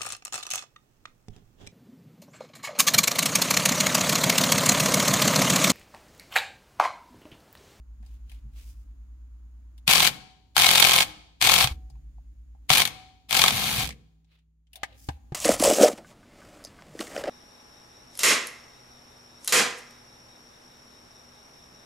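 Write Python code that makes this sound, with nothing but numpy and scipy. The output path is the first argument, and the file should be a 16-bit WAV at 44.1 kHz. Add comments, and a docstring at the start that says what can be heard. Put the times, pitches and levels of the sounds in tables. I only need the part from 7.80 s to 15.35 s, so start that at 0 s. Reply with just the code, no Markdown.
"""Inside a car in a garage, close to the wheel, a two-port microphone hears an electric impact wrench hammer
a steering wheel nut in five bursts; in the last the nut spins free. Blows and gears are noise and cracks ringing
steel; hub, wheel and nut are decaying sines. A hand rubs (noise strokes) and taps (noise puffs) the wheel, the
socket scrapes off, tool and nut are put down. Behind lie garage echo, two throbbing hum tones and faint noise."""
import sys
import numpy as np
from scipy import signal
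from scipy.fft import rfft, irfft
from scipy.io import wavfile
from scipy.ndimage import uniform_filter1d

SR = 44100
rng = np.random.default_rng(int(sys.argv[2]) if len(sys.argv) > 2 else 0)


def int16_out(signal):
    """Quantize to a 16-bit WAV file."""
    q = np.round(np.clip(np.atleast_2d(signal).T, -1, 1) * 32767)
    wavfile.write(sys.argv[1], SR, q.astype(np.int16))


def gain_from_db(level_db):
    """Turn a decibel level (scalar or array-like) into a linear amplitude factor."""
    decades = np.asarray(level_db, float) / 20
    return 10 ** decades


N = 332813
T = np.arange(N) / SR
HZ = np.fft.rfftfreq(8192, 1 / SR)  # grid for filter curves

# Broad colour of tool, socket and hub: f/Hz, relative level/dB
STEEL_COLOUR = [(150, -49), (250, -20.5), (528, -11), (618, -9.5), (761, -2), (922, -4), (1060, -1.5),
                (1980, -8), (2240, -2), (15200, -14.5), (16000, -34)]
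# Resonances of the same steel: f/Hz, width/Hz, level/dB over the colour
STEEL_RESONANCES = [(740, 340, 7.3), (1100, 80, 1.3), (1351, 160, 11), (2190, 90, 5.3), (2450, 80, 4.5),
                    (3000, 100, 2.3), (3300, 370, 5.5), (3697, 92, 6.7), (4115, 370, 5), (4600, 160, 5.7),
                    (6440, 150, 1.4)]
# Low, middle and top paths into the steel, each a curve: f/Hz, relative level/dB
STEEL_BANDS = [
    [(1200, 0), (1900, -30)],
    [(1200, -30), (1600, 0), (9000, 0), (10500, -30)],
    [(7800, -30), (9000, 0)],
]
# Steady hammering: first t/s, last t/s, blows per second, blow level/dB before band trims, jaw click level/dB re blow
HAMMERING = [(2.1112, 2.283, 43.1, -10.5, -3.5), (2.7975, 3.22, 43.85, -10, -3.5),
             (3.6493, 3.818, 44.1, -9.5, -5), (4.9341, 5.012, 43.8, -11, -2),
             (5.5505, 5.604, 45.4, -12, 0.5), (5.617, 5.692, 46, -9, -10)]
# Uneven strikes while the hammer catches on and runs out: t/s, level/dB before band trims
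UNEVEN_STRIKES = [(2.0775, -10.5), (2.091, -13), (2.0992, -14), (2.2907, -28), (2.7655, -10), (2.779, -9),
                  (3.2212, -15), (3.2276, -16.5), (3.6136, -14.5), (3.623, -8.5), (3.825, -15),
                  (3.8417, -11), (3.8723, -19.5), (4.8939, -16.5), (4.902, -8.5), (4.9146, -14),
                  (5.0183, -11.5), (5.0521, -15.5), (5.0745, -24.5), (5.5083, -22.5), (5.5186, -22.5),
                  (5.527, -12.5), (5.706, -15.5), (6.0422, -29), (6.0534, -28.5), (6.0618, -31),
                  (6.0734, -28), (6.09, -29.5)]
# Motor runs, the last the free spin: start t/s, full rattle t/s, end t/s, gear rattle level/dB before band trims,
# wheel shake level/dB before the kick
MOTOR_RUNS = [(2.064, 2.08, 2.273, -24.5, -41), (2.747, 2.77, 3.214, -25.5, -44),
              (3.599, 3.62, 3.84, -25.5, -42), (4.884, 4.9, 5.016, -26, -41), (5.484, 5.53, 5.7, -28, -41),
              (5.69, 5.712, 6.032, -29.3, -38.5)]
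# Gear rattle running down: t/s after the end of a run, level/dB re held rattle
RATTLE_RUNDOWN = [(.02, -10.5), (.045, -23), (.085, -29), (.12, -45)]
# Colour of the wheel's shake: f/Hz, relative level/dB
SHAKE_COLOUR = [(35, -37), (60, -12.5), (129, -1.5), (210, -5), (327, -16.5), (360, -18.5), (500, -14),
                (650, -44), (1100, -120)]
# Modes of the hub: f/Hz, relative level/dB, t60/s
HUB_MODES = [(126, -13, 0.041), (179.7, -11.5, 0.094), (392.5, -16, 0.12), (528, -14, 0.15),
             (762.3, -5.5, 0.042), (867, -4.5, 0.094), (1068, -1.5, 0.057), (1270, -3, 0.071),
             (1540, -9.5, 0.08), (2190, -1, 0.052)]
# Long modes of wheel and column: f/Hz, t60/s, rise/s
WHEEL_MODES = [(161, 3.1, .05), (310, 0.46, .02), (409.2, 1.8, 0.026), (752, .6, 0.1), (926, 1.8, .04)]
# Ringing left when a burst ends: t/s, then one level/dB (before the soft rise) for each wheel mode
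WHEEL_RINGS = [(2.301, -68, -54, -69, -36.5, -69), (3.248, -62.5, -43.5, -73, -62, -76),
               (3.88, -61.5, -52.5, -79.5, -47, -89), (5.08, -68, -50.5, -74, -32.5, -74.5),
               (6.13, -59, -76.5, -78, -82, -94)]
# Jolts of the wheel and set-down thuds: t/s, starting level/dB, f/Hz, t60/s
WHEEL_THUDS = [(0.202, -53.5, 212, 0.16), (.64, -52, 210, 0.25), (0.652, -43.5, 124, .2),
               (2.081, -25, 169, 0.059), (2.775, -39.5, 130, .08), (3.62, -40, 149.9, .08),
               (3.845, -19, 125, 0.091), (3.912, -26, 71, 0.21), (4.1, -54, 133.5, 1.4),
               (4.906, -19.5, 139.9, .08), (5.983, -25.5, 120, .12), (6.04, -31, 65, .3),
               (7.288, -19.5, 120, 0.044), (7.288, -28.5, 281, 0.045), (7.299, -32.5, 73.5, 0.31),
               (7.521, -23, 140, 0.053), (7.521, -33, 348, 0.049)]
# Taps and clinks: t/s, level/dB before trim, ring centre f/Hz, dull path level/dB re ring, bright path level/dB re ring
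TAP_EVENTS = [(0.227, -57.5, 1770, 4, -15), (0.2623, -55.5, 4640, -6, -10), (0.4953, -50, 3160, -25, -6),
              (0.517, -47.5, 2350, -12.5, -6), (1.1094, -71, 1500, -6, -15), (1.9785, -53, 3600, -19, -5),
              (4.1, -54.5, 4800, -2.5, -9), (4.1544, -70, 2400, 15, -12), (4.3807, -80, 1525, 27.5, -10),
              (4.7494, -80, 1750, 26, -10), (6.1054, -32, 2157, -16, -27), (6.1244, -43, 2190, -22, -26),
              (6.445, -67, 3545, -10, -23), (6.5889, -66, 3050, -15, -21), (6.8694, -67, 3040, -19, -30),
              (6.9316, -44, 2830, -19, -3.5), (6.9566, -37.5, 3610, -9, -2.5),
              (7.0324, -21.5, 1800, -4.5, -19.5), (7.2876, -29.5, 1525, 6, -22),
              (7.5215, -45, 1650, 8, -28)]
# Nut and socket touching down: t/s, level/dB added to that of each mode
CLANK_EVENTS = [(7.0324, -29), (7.2873, -41), (7.5215, -47.5)]
# Modes of nut and socket: f/Hz, relative level/dB, t60/s
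NUT_MODES = [(673, -17.5, 0.061), (864, -3, 0.023), (1222, 0.5, 0.033), (2190, -11, 0.078),
             (2998, -20, 0.09), (3316, -21, 0.079), (3840, -16, 0.049), (4100, -24, 0.053),
             (4700, -31, 0.052)]
# Path of the socket's scraping note: t/s, f/Hz, level/dB
SLIDE_PATH = [(6.94, 700, -75), (6.97, 705, -62), (7.05, 706, -66), (7.15, 481, -66.5), (7.17, 441, -71)]
# Strokes of a hand on the wheel: start t/s, hold/s, hiss level/dB, scuff level/dB
HAND_STROKES = [(0.264, .09, -73.5, -73), (.5, .06, -70, -66), (.77, 0.048, -62.5, -62),
                (0.836, 0.072, -62, -68), (.97, 0.055, -75, -82), (6.52, 0.036, -82, -67.5),
                (6.98, 0.17, -83, -63.5), (7.19, 0.087, -59.5, -71), (7.308, .03, -72.5, -65)]
# Decay of the garage: f/Hz, t60/s
GARAGE_DECAY = [(250, 0.69), (660, 0.7), (1740, 0.59), (4590, 0.73), (8000, .56), (12100, 0.4)]
# Level of the garage echo, cut short after the third burst: t/s, level/dB
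ECHO_LEVEL = [(0, -21.5), (3.925, -21), (3.932, -36), (4.05, -51), (4.8, -19.5), (5.7, -18.5), (6.1, -28.5),
              (7.55, -27)]
# Room levels: t/s, upper hum tone level/dB, lower hum tone level/dB, noise level/dB
ROOM_LEVELS = [(0.05, -47, -51, -64.5), (0.3, -43, -48.5, -61), (0.8, -46, -44, -62), (1.5, -45, -55, -64),
               (2.05, -47.5, -59.5, -64), (2.3, -62.5, -60, -60), (2.6, -63, -75, -67),
               (3.25, -57.5, -58, -59.5), (3.55, -62, -71, -67), (3.75, -44.5, -53, -61),
               (3.95, -41.5, -50, -58), (4.25, -47, -46.5, -63), (4.8, -48.5, -55, -65.5),
               (5.0, -62, -67.5, -57.5), (5.45, -64.5, -69.5, -66), (6.0, -46, -71, -56),
               (6.25, -60, -68, -67), (6.55, -66, -84, -78), (6.85, -63.5, -76, -80.5),
               (7.05, -58, -69.5, -63), (7.5, -53, -62, -60)]
# Beating of the two hum tones: from t/s, a throb top at t/s, throbs per second
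HUM_THROBS = [(0, 0.663, 9.1), (3.754, 4.384, 9.1)]
# Colour of the room noise: f/Hz, relative level/dB
NOISE_COLOUR = [(30, -30.5), (45, -10), (90, -2), (142, -10.5), (170, -18.5), (200, -10.5), (290, -10),
                (400, -27.5), (1320, -34), (4900, -41), (6200, -41.5), (6750, -30.5), (7300, -44),
                (16000, -44.5)]
# Likeness of the room noise at the two ports: f/Hz, likeness (0 to 1)
PORT_LIKENESS = [(60, 1), (300, 0.054), (700, 0.37), (1400, 0.086), (16000, 0.13)]
# Colour of the far wash: f/Hz, relative level/dB
DISTANT_COLOUR = [(350, -24.5), (600, -5), (1000, 0.5), (1500, -4), (2500, -20), (5000, -40)]

CRACK_LAG = 30  # samples from the start of the clatter to the crack
# The jaws meet a moment before each blow, weaker and thinner
JAW_LEAD_S, JAW_SPREAD_S, BLOW_SPREAD_S = .0062, .0012, .0008
SPREAD_DB, COLOUR_SPREAD_DB = 1.2, 2.5
BLOW_COLOUR, JAW_COLOUR = (-8, -11), (-15, -10.5)  # low and top level/dB re blow, before band trims
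HUB_DB = -19  # added to blow level and mode level
WAKE_S, WAKE_DB, FULL_RISE_S = 0.0098, -12, 0.011  # the motor wakes softly, then rises to full rattle
KICK_DB, KICK_S, SHAKE_FALL_DB_PER_S = 5, .05, 130  # the shake peaks as the rattle reaches full
TAP_T60_S = .058
STROKE_RISE_DB_PER_S, STROKE_FALL_DB_PER_S = 400, 260
HUM_HZ = 59.1  # upper tone, about which it wanders
DISTANT_DB, DISTANT_END_S = -80.5, 2.1


def evened(x):
    """Scale to an rms of one."""
    return x / np.sqrt(np.mean(x ** 2) + 1e-20)


def read(points, hz):
    """Read a curve over log frequency."""
    f, value = np.transpose(points)
    return np.interp(np.log(hz + 1), np.log(f + 1), value)


def over_time(table):
    """Read every column of a table along the time axis, leading with time."""
    columns = np.transpose(table)
    return [np.interp(T, columns[0], column) for column in columns]


def causal(db):
    """Minimum-phase impulse response of energy 1 with this dB curve: no ring before the start."""
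    log_gain = np.log(gain_from_db(np.maximum(db - db.max(), -100)))
    circle = np.r_[log_gain, log_gain[-2:0:-1]]
    taps = np.fft.ifft(np.exp(np.conj(signal.hilbert(circle)))).real[:2048]
    return taps / np.linalg.norm(taps)


def through(x, ir):
    """Send both ports through one impulse response."""
    return signal.oaconvolve(x, ir[None])[:, :N]


def alike(a, b, likeness):
    """Mix two independent signals into a port pair with a given likeness."""
    same = np.clip(likeness, 0, 1)
    return np.array([a, same * a + np.sqrt(1 - same ** 2) * b])


def pair(likeness):
    """White noise for the two ports with a given likeness."""
    return alike(*rng.standard_normal((2, N)), likeness)


def modes(table, t):
    """Sum of sines, each dying at its own speed, as a struck solid rings."""
    return sum(gain_from_db(db - 60 * t / t60) * np.sin(2 * np.pi * hz * t) for hz, db, t60 in table)


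def wrench():
    """Each blow is a sharp crack inside a short clatter; the gears rattle in between."""
    s, db, low_db, top_db = blows()
    gear_gain, shake_gain = motor()
    t = np.arange(3000) / SR
    left = gain_from_db([[1.6], [-1.6]])  # stronger at the left port
    luck = rng.standard_normal((len(s), 3)).T
    pan_db = 2.5 * luck[0] * [[1], [-1]]  # each blow radiates a little differently
    rattle = gear_teeth()
    drives, cracks = [], []
    # low, middle, top: blow dB, gears dB, clatter t60/s, clatter trim dB, crack trim dB
    for rel_db, gears_db, t60, trim_db, crack_db in (
            (low_db, -9, .025, -2.5, 9), (-1, 1.5, 0.0158, 4, 5.5), (top_db, -4.5, .016, 3, 4.5)):
        train = np.zeros((2, N))
        train[:, (s * SR).astype(int)] = left * gain_from_db(db + rel_db + pan_db) * np.sign(luck[1:])
        # power of one clatter: quick rise, fast decay and a weak slower one
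        decay = gain_from_db(-120 * t / t60) + 0.048 * gain_from_db(-120 * t / 0.081)
        shape = (1 - np.exp(-t / 0.00097)) * decay
        clatter = gain_from_db(2 * trim_db) * through(train ** 2, shape)
        gears = left * gear_gain * gain_from_db(gears_db)
        drives.append(np.sqrt(abs(clatter) + gears ** 2 * rattle))
        cracks.append(np.roll(train, shift=CRACK_LAG, axis=1) * gain_from_db(crack_db))
    shake = through(pair(0.76), causal(read(SHAKE_COLOUR, HZ))) * shake_gain
    return steel(drives, cracks) + shake + hammer_beat() * gain_from_db([[1.5], [-1.5]])


def turns_of_hammer():
    """Time, blow level and jaw level of each turn: even spacing within each steady stretch."""
    return np.transpose([(s, db, db + jaw_db) for first, last, rate, db, jaw_db in HAMMERING
                         for s in np.arange(first, last, 1 / rate)])


def blows():
    """Rows of time, level, low and top level: blows, jaw clicks and uneven strikes, with small random spreads."""
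    s, db, jaw_db = turns_of_hammer()
    early, late, *sizes = rng.standard_normal((len(s), 4)).T
    struck = np.c_[s + BLOW_SPREAD_S * late - CRACK_LAG / SR, db + SPREAD_DB * sizes[0]]
    jaws = np.c_[s - JAW_LEAD_S + JAW_SPREAD_S * early, jaw_db + SPREAD_DB * sizes[1]]
    colour = np.r_[[BLOW_COLOUR] * len(s), [JAW_COLOUR] * len(s), [BLOW_COLOUR] * len(UNEVEN_STRIKES)]
    colour = colour + COLOUR_SPREAD_DB * rng.standard_normal(colour.shape)
    return np.c_[np.r_[struck, jaws, UNEVEN_STRIKES], colour].T


def gear_teeth():
    """Power of teeth clicking unevenly: random clicks of random size over a steady floor."""
    sizes = gain_from_db(2 * 2.1 * rng.exponential(1, N).clip(0, 4))
    clicks = (rng.random(N) < 600 / SR) * sizes  # about 600 a second
    return .5 + .5 * uniform_filter1d(clicks, 60) / clicks.mean()


def motor():
    """Gains of gear rattle and wheel shake: wake, rise to full, hold, run down; runs add in power."""
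    after_s, after_db = np.transpose(RATTLE_RUNDOWN)
    rattle, shake = np.zeros((2, N))
    for start, full, end, rattle_db, shake_db in MOTOR_RUNS:
        awake, risen = start + WAKE_S, full + FULL_RISE_S
        s = np.r_[start, awake, max(full, awake), risen, end, end + after_s]
        course_db = np.interp(T, s, np.r_[-44, WAKE_DB, WAKE_DB, 0, 0, after_db], -200, -200)
        rattle += gain_from_db(2 * (rattle_db + course_db))
        kick_db = np.interp(T, [start, risen, risen + KICK_S], [-24, KICK_DB, 0], -200)
        fall_db = SHAKE_FALL_DB_PER_S * np.maximum(T - end, 0)
        shake += gain_from_db(2 * (shake_db + kick_db - fall_db))
    return np.sqrt(rattle), np.sqrt(shake)


def steel(drives, cracks):
    """Low, middle and top drives (single cracks plus noise under an envelope) ring the steel's resonances."""
    db = read(STEEL_COLOUR, HZ)
    for f, width, peak_db in STEEL_RESONANCES:
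        db = db + peak_db / (1 + (2 * (HZ - f) / width) ** 2)
    out = np.zeros((2, N))
    for drive, crack, band, likeness in zip(drives, cracks, STEEL_BANDS, (.55, .05, 0)):
        out += through(crack + drive * pair(likeness), causal(db + read(band, HZ)))
    return out


def hammer_beat():
    """The hub's modes answer every steady turn of the hammer alike, so the beat has a pitch."""
    train = np.zeros(N)
    s, db, _ = turns_of_hammer()
    train[(s * SR).astype(int)] = gain_from_db(db + HUB_DB)
    return signal.oaconvolve(train, modes(HUB_MODES, np.arange(6000) / SR))[:N]


def wheel():
    """Long softly rising modes after each burst, and short low thuds, all decaying sines."""
    out = np.zeros(N)
    for s, *levels in WHEEL_RINGS:
        t = np.maximum(T - s, 0)
        for (hz, t60, rise), db in zip(WHEEL_MODES, levels):
            out += modes([(hz, db, t60)], t) * (1 - np.exp(-t / rise)) ** 2
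    for s, db, hz, t60 in WHEEL_THUDS:
        out += modes([(hz, db, t60)], np.maximum(T - s, 0))
    return out


def taps():
    """Taps and clinks: a decaying puff of noise through a dull, a ringing and a bright path."""
    out, t = np.zeros((2, N + 9000)), np.arange(6000) / SR
    dull = causal(read([(300, -22), (600, -9), (780, 6.0), (1000, -6), (1300, -22), (2500, -53)], HZ))
    bright = causal(read([(8000, -26), (9500, -0.5), (16000, -8.5), (17000, -43)], HZ))
    for s, db, hz, low_db, top_db in TAP_EVENTS:
        puff_db = db - 4 - 60 * t / TAP_T60_S + np.array([[1.5], [-1.5]])  # stronger at the left port
        puff = rng.standard_normal((2, len(t))) * gain_from_db(puff_db)
        peak_db = 7 / (1 + ((HZ - hz) / 250) ** 2)
        slope_db = 6 * abs(np.log2((HZ + 1) / hz))
        ring = causal(read(STEEL_BANDS[1], HZ) + peak_db - slope_db)
        path = gain_from_db(low_db) * dull + ring + gain_from_db(top_db) * bright
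        sound = signal.oaconvolve(puff, path[None])
        out[:, round(s * SR):][:, :sound.shape[1]] += sound
    return out[:, :N]


def clanks():
    """Modes of nut and socket ring briefly as they touch down, slightly stronger at the left port."""
    train = np.zeros(N)
    for s, db in CLANK_EVENTS:
        train[round(s * SR)] = gain_from_db(db)
    ring = modes(NUT_MODES, np.arange(6000) / SR)
    return signal.oaconvolve(train, ring)[:N] * gain_from_db([[1], [-1]])


def slide():
    """The socket scrapes off the nut: slow noise on a gliding carrier makes a falling hollow note."""
    s, hz, db = over_time(SLIDE_PATH)
    turn = np.exp(2j * np.pi * np.cumsum(hz) / SR)
    fuzz = uniform_filter1d(uniform_filter1d(rng.standard_normal((2, N)), 200), 200)
    fuzz = evened(fuzz)
    note = (turn * (fuzz[0] + 1j * fuzz[1])).real
    return gain_from_db(db) * note * (T > s[0]) * (T < s[-1])


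def hand():
    """Skin on leather: grainy filtered noise, a hiss with a duller scuff below."""
    grain = evened(gain_from_db(1.8 * evened(uniform_filter1d(rng.standard_normal(N), 200))))
    hiss = causal(read([(3600, -30), (4800, 0), (9000, -3.5), (16000, -5), (17000, -40)], HZ))
    scuff = causal(read([(350, -5), (800, -10.5), (1700, -8), (2500, -1.5), (4000, -3.5),
                         (5500, -17), (8000, -39.5)], HZ))
    return (through(pair(0.088) * grain * strokes(2), hiss)
            + through(pair(0.088) * grain * strokes(3), scuff))


def strokes(column):
    """Gain of the strokes: quick rise, hold, slower fall; strokes add in power."""
    power = np.zeros(N)
    for row in HAND_STROKES:
        start, hold = row[:2]
        rise_db = STROKE_RISE_DB_PER_S * np.maximum(start - T, 0)
        fall_db = STROKE_FALL_DB_PER_S * np.maximum(T - start - hold, 0)
        power += gain_from_db(2 * (row[column] - rise_db - fall_db))
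    return np.sqrt(power)


def garage(x):
    """Echo: a dense noise tail per port, each band dying at its own speed."""
    hz, t, z = signal.stft(rng.standard_normal((2, SR)), SR, nperseg=256)
    colour_db = read([(300, 5), (4000, -7), (8000, -7), (14000, -9)], hz)[:, None]
    decay_db = -60 * t / read(GARAGE_DECAY, hz)[:, None]
    tail = signal.istft(z * gain_from_db(decay_db + colour_db), SR, nperseg=256)[1]
    wet = signal.fftconvolve(x, tail / np.linalg.norm(tail[0]), axes=1)[:, :N]
    return wet * gain_from_db(over_time(ECHO_LEVEL)[1])


def room():
    """Two close, slowly wandering hum tones beat; faint coloured noise swells and sinks along its own curve."""
    _, upper_db, lower_db, noise_db = over_time(ROOM_LEVELS)
    beat = np.zeros(N)  # turns by which the lower tone falls behind
    for start, top, rate in HUM_THROBS:
        beat = np.where(T >= start, rate * (T - top), beat)
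    wander = 0.077 * sum(np.sin(2 * np.pi * (f * T + rng.random())) for f in (.3, .7, 1.3, 2.1))
    turns = HUM_HZ * T + rng.random() + wander
    upper = gain_from_db(upper_db) * np.cos(2 * np.pi * turns)
    lower = gain_from_db(lower_db) * np.cos(2 * np.pi * (turns - beat))
    hum = np.sqrt(2) * (upper + lower)  # levels are rms
    hz = np.fft.rfftfreq(N, 1 / SR)
    spectra = alike(*rfft(rng.standard_normal((2, N))), read(PORT_LIKENESS, hz))
    noise = irfft(spectra * gain_from_db(read(NOISE_COLOUR, hz)), N)
    return hum + gain_from_db(noise_db) * evened(noise)


def late_right(x):
    """The left port is nearer the hum: the right hears it 18 samples later."""
    return np.array([x[0], np.roll(x[1], 18)])


def distant():
    """A faint far wash of filtered noise in the middle range, stopping as the first burst begins."""
    wash = through(pair(.2), causal(read(DISTANT_COLOUR, HZ)))
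    return gain_from_db(DISTANT_DB) * (T < DISTANT_END_S) * wash


def scene():
    """Wrench, taps and clanks excite the garage; the other sources are heard without its echo."""
    near = wrench() + taps() + clanks()
    return near + garage(near) + wheel() + hand() + slide() + distant() + late_right(room())


def roll_off(x):
    """The treble ends steeply here."""
    return signal.sosfilt(signal.butter(12, 16990, fs=SR, output="sos"), x)


def record(dry):
    """The microphone signal clips hard at full scale, then loses what lies above 16 kHz."""
    edge = signal.firwin(255, 16000, window=("kaiser", 9), fs=SR)
    mix = signal.oaconvolve(np.clip(dry, -1, 1), edge[None], "same")
    return roll_off(mix)


dry = scene()
out = record(dry)
int16_out(out)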